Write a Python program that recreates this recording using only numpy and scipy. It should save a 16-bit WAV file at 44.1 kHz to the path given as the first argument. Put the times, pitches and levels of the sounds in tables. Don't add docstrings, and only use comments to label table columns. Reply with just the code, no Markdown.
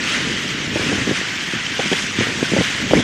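import sys
import numpy as np
from scipy import signal
from scipy.io import wavfile
from scipy.ndimage import uniform_filter1d

SR = 44100
rng = np.random.default_rng(int(sys.argv[2]) if len(sys.argv) > 2 else 0)


def digitize_waveform(pressure):
    field = np.atleast_2d(pressure).T
    bounded = np.clip(field, -1, 1)
    quanta = np.round(bounded * 32767).astype(np.int16)
    wavfile.write(sys.argv[1], SR, quanta)


def ratio_of_db(decibels):
    return 10 ** (np.asarray(decibels, float) / 20)


N = 133623


def evened(x):
    return x / np.sqrt(np.mean(x ** 2) + 1e-20)


def read_spectrum(points, hz):
    point_hz, db = np.transpose(points)
    return np.interp(np.log(hz + 1), np.log(point_hz + 1), db)


def follow(table, t, column):
    return np.interp(t, np.array(table)[:, 0], np.array(table)[:, column])


def add(mix, start_s, sound):
    part = mix[max(round(start_s * SR), 0):][:len(sound)]
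    part += sound[:len(part)]


def recolour(x, field_db, size):
    shape = dict(nperseg=size, noverlap=size * 3 // 4)
    hz, t, z = signal.stft(x, SR, **shape)
    z = z * ratio_of_db(field_db(hz[:, None], t))
    return signal.istft(z, SR, **shape)[1][:N]


def patches(hz, t, size):
    z = rng.standard_normal((len(t), len(hz))).T
    z = uniform_filter1d(z, size[0], axis=0)
    return evened(uniform_filter1d(z, size[1], axis=1))


def ice():
    # time in seconds, level in dB, extra brightness in dB.
    grinding = [(0.0, -23.5, -6.5), (0.07, -21, -7.5), (0.09, -18, -8.5), (0.25, -22.5, -7.5),
                (0.72, -25, -7.5), (0.77, -23, -7), (1.65, -24, -8), (1.66, -23, -8), (1.75, -23.5, -7.5),
                (1.8, -21, -8.5), (2.02, -23.5, -5), (2.13, -25, -5.5), (2.22, -20.5, -11),
                (2.37, -26, -5.5), (2.62, -22.5, -7), (2.84, -25, -7), (3.0, -25, -6.5), (3.03, -25.5, -9)]
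    # pitch in Hz, strength in dB per Hz.
    slush = [(350, -23), (600, -14.5), (972, -10.5), (1580, -4), (2690, -2), (3010, -1.5), (4250, -10),
             (6290, -10.5), (12500, -33), (16200, -78), (22000, -120)]
    # pitch in Hz, width in Hz, boost in dB.
    mic_peaks = [(1880, 450, 3.5), (3244, 200, 1.5), (5460, 3060, -0.5)]

    def colour_db(hz, t):
        peaks = sum(db * np.exp(-((hz - centre) / width) ** 2) for centre, width, db in mic_peaks)
        bright = follow(grinding, t, column=2)
        bright = (bright - bright.mean()) * np.clip(np.log2((hz + 1) / 3500) / 0.8, 0, 1)
        flicker = 0.64 * patches(hz[:1], t, size=(1, 8))
        mottle = 1.25 * patches(hz, t, size=(4, 10))
        return read_spectrum(slush, hz) + peaks + bright + mottle + flicker

    raw = rng.standard_normal(N) + ratio_of_db(-13.5) * shards()
    level_db = follow(grinding, np.arange(N) / SR, column=1) - 0.5
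    return ratio_of_db(level_db) * evened(recolour(raw, colour_db, size=512))


def shards(per_s=500, spread_db=2.5, cycles=8.1):
    out, t = np.zeros(N), np.arange(600) / SR
    for hz in np.geomspace(1200, 7500, 30):
        strike = rng.random(N) < per_s / 30 / SR
        size = ratio_of_db(spread_db * np.minimum(rng.exponential(1, N), 5)) * strike
        u = t * hz / cycles
        ring = evened(u * np.exp(-3 * u) * np.sin(2 * np.pi * hz * t))
        out += signal.oaconvolve(size, ring * np.sqrt(hz / 3000))[:N]
    return evened(out)


def tinks(t60=0.018):
    # start in seconds, peak level in dB, pitch in Hz.
    knocks = [(0.038, 7, 2590), (0.0714, 4, 2320), (0.8344, 5, 2430), (1.0954, -36, 2060),
              (1.665, 13, 3070), (1.7955, 6, 3380), (2.0294, -11, 1740), (2.4518, 8.5, 1550),
              (2.603, 6, 1970), (2.6494, -10, 3110), (2.971, 9, 2240)]
    out, t = np.zeros(N), np.arange(2000) / SR
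    for start_s, db, hz in knocks:
        fade = ratio_of_db(db - 19.5 - 60 * t / t60)
        attack = np.minimum(t / 0.002, 1)
        add(out, start_s, fade * attack * np.sin(2 * np.pi * hz * t))
    return out


def gusts():
    # start in seconds, peak level in dB, pitch in Hz, length in seconds.
    thumps = [(2.207, -10, 325, 0.024), (0.297, -15.5, 237, 0.045), (.645, -27, 277, .01),
              (0.758, -7.5, 378, 0.011), (.795, -11.5, 328, .03), (.862, -22, 200, 0.0085),
              (0.917, -10, 315, 0.028), (0.921, -12, 314, 0.028), (1.071, -9.5, 270, 0.016),
              (1.092, -8.5, 250, 0.036), (1.111, -7.5, 292, 0.01), (1.213, -15.5, 315, 0.01),
              (1.535, -11, 246.5, 0.037), (1.793, -8, 476, 0.015), (1.858, -12.5, 242, 0.015),
              (1.916, -6.5, 277, 0.019), (1.926, -7, 396, 0.0081), (2.187, -5.5, 211.4, .04),
              (2.269, -12.5, 336, 0.0066), (2.609, -7.5, 386, 0.0082), (2.4274, -2.5, 288, 0.0065),
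              (2.518, -7, 242, 0.028), (2.535, -4.5, 302, 0.016), (2.565, -4.5, 406, 0.029),
              (2.585, -3.5, 162, 0.024), (2.601, -8, 250, 0.017), (2.91, -7.5, 530, 0.0097),
              (2.9346, 4.5, 388, 0.0065), (2.961, -11, 232, .02), (2.974, -10.5, 299.5, 0.05)]
    gap_cycles, eddy_cycles, pitch_spread = 1.4, 1.234, 0.305
    fade_db, follow_db, cut_hz = -7.5, -5, 105
    out, t = np.zeros(N), np.arange(1500) / SR
    chance = rng.standard_normal((len(thumps), 12, 3))
    for (start_s, db, hz, length_s), draws in zip(thumps, chance):
        delay = 0.0
        for k, (pitch_draw, level_draw, phase_draw) in enumerate(draws):
            later = k > 0
            eddy_hz = hz * np.exp((pitch_spread * pitch_draw - 0.15) * later)
            share = delay / max(length_s, 0.004)
            size = ratio_of_db(db - 0.64 + fade_db * share ** 2 + (follow_db + 2.3 * level_draw) * later)
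            u = np.pi * t * eddy_hz / eddy_cycles
            swell = u ** 2 * np.exp(2 - 2 * u)
            push_pull = np.sin(2 * np.pi * eddy_hz * t + np.pi * phase_draw)
            add(out, start_s + delay, size * swell * push_pull)
            delay += gap_cycles / eddy_hz
    low_cut = signal.butter(N=3, Wn=cut_hz, btype="high", fs=SR, output="sos")
    return signal.sosfilt(low_cut, out)


def breeze():
    # time in seconds, level in dB.
    wind = [(0.0, -31.5), (0.62, -30.5), (0.94, -26.5), (1.03, -27), (1.19, -36), (1.82, -36.5),
            (2.21, -32.5), (2.4, -31), (2.58, -40.5), (2.89, -27.5), (2.99, -16.5), (3.03, -39)]
    # pitch in Hz, strength in dB per Hz.
    flutter = [(12, -66), (20, -34), (113, -4), (237, -2.5), (375, -9), (528, -15.5), (808, -28.5),
               (1000, -24.5), (1300, -49), (2200, -120)]

    def colour_db(hz, t):
        jumps = 2.7 * np.clip(hz / 160, 0, 1) * patches(hz[:1], t, size=(1, 2))
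        return read_spectrum(flutter, hz) + jumps + patches(hz, t, size=(3, 4))

    level_db = follow(wind, np.arange(N) / SR, column=1) + 3.0
    return ratio_of_db(level_db) * evened(recolour(rng.standard_normal(N), colour_db, size=1024))


def scene():
    return (ice() + tinks() + gusts() + breeze())[None]


def wind_guard(dry, start_db=-24, share=0.26, fall_db_per_s=30.5):
    low = signal.sosfilt(signal.butter(2, 600, fs=SR, output="sos"), dry)[0]
    low_db = 10 * np.log10(abs(uniform_filter1d(low ** 2, size=400)) + 1e-12)
    fall = np.arange(N) * fall_db_per_s / SR
    held_db = np.maximum.accumulate(low_db + fall) - fall
    over_db = np.clip(held_db - start_db, 0, 14)
    lift = ratio_of_db(share * uniform_filter1d(over_db, size=300))
    return low + (dry - low) * lift


def gate(x, limit_db=-66, tilt_db_per_khz=-0.1):
    shape, lead = dict(window="cosine", nperseg=2048, noverlap=1024), 672
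    hz, t, z = signal.stft(np.pad(x, ((0, 0), (lead, 0))), SR, **shape)
    limit = ratio_of_db(limit_db + tilt_db_per_khz * (hz / 1000 - 10)) * (hz > SR / 8)
    return signal.istft(z * (abs(z) > limit[:, None]), SR, **shape)[1][:, lead:lead + N]


def band_limit(x):
    return signal.sosfilt(signal.butter(12, 14300, fs=SR, output="sos"), x)


def record(dry):
    hiss = ratio_of_db(-44.3) * np.diff(rng.standard_normal(N + 1))
    noisy = wind_guard(dry) + hiss
    finished = gate(np.clip(noisy, -1, 1))
    return band_limit(finished)


dry = scene()
out = record(dry)
digitize_waveform(out)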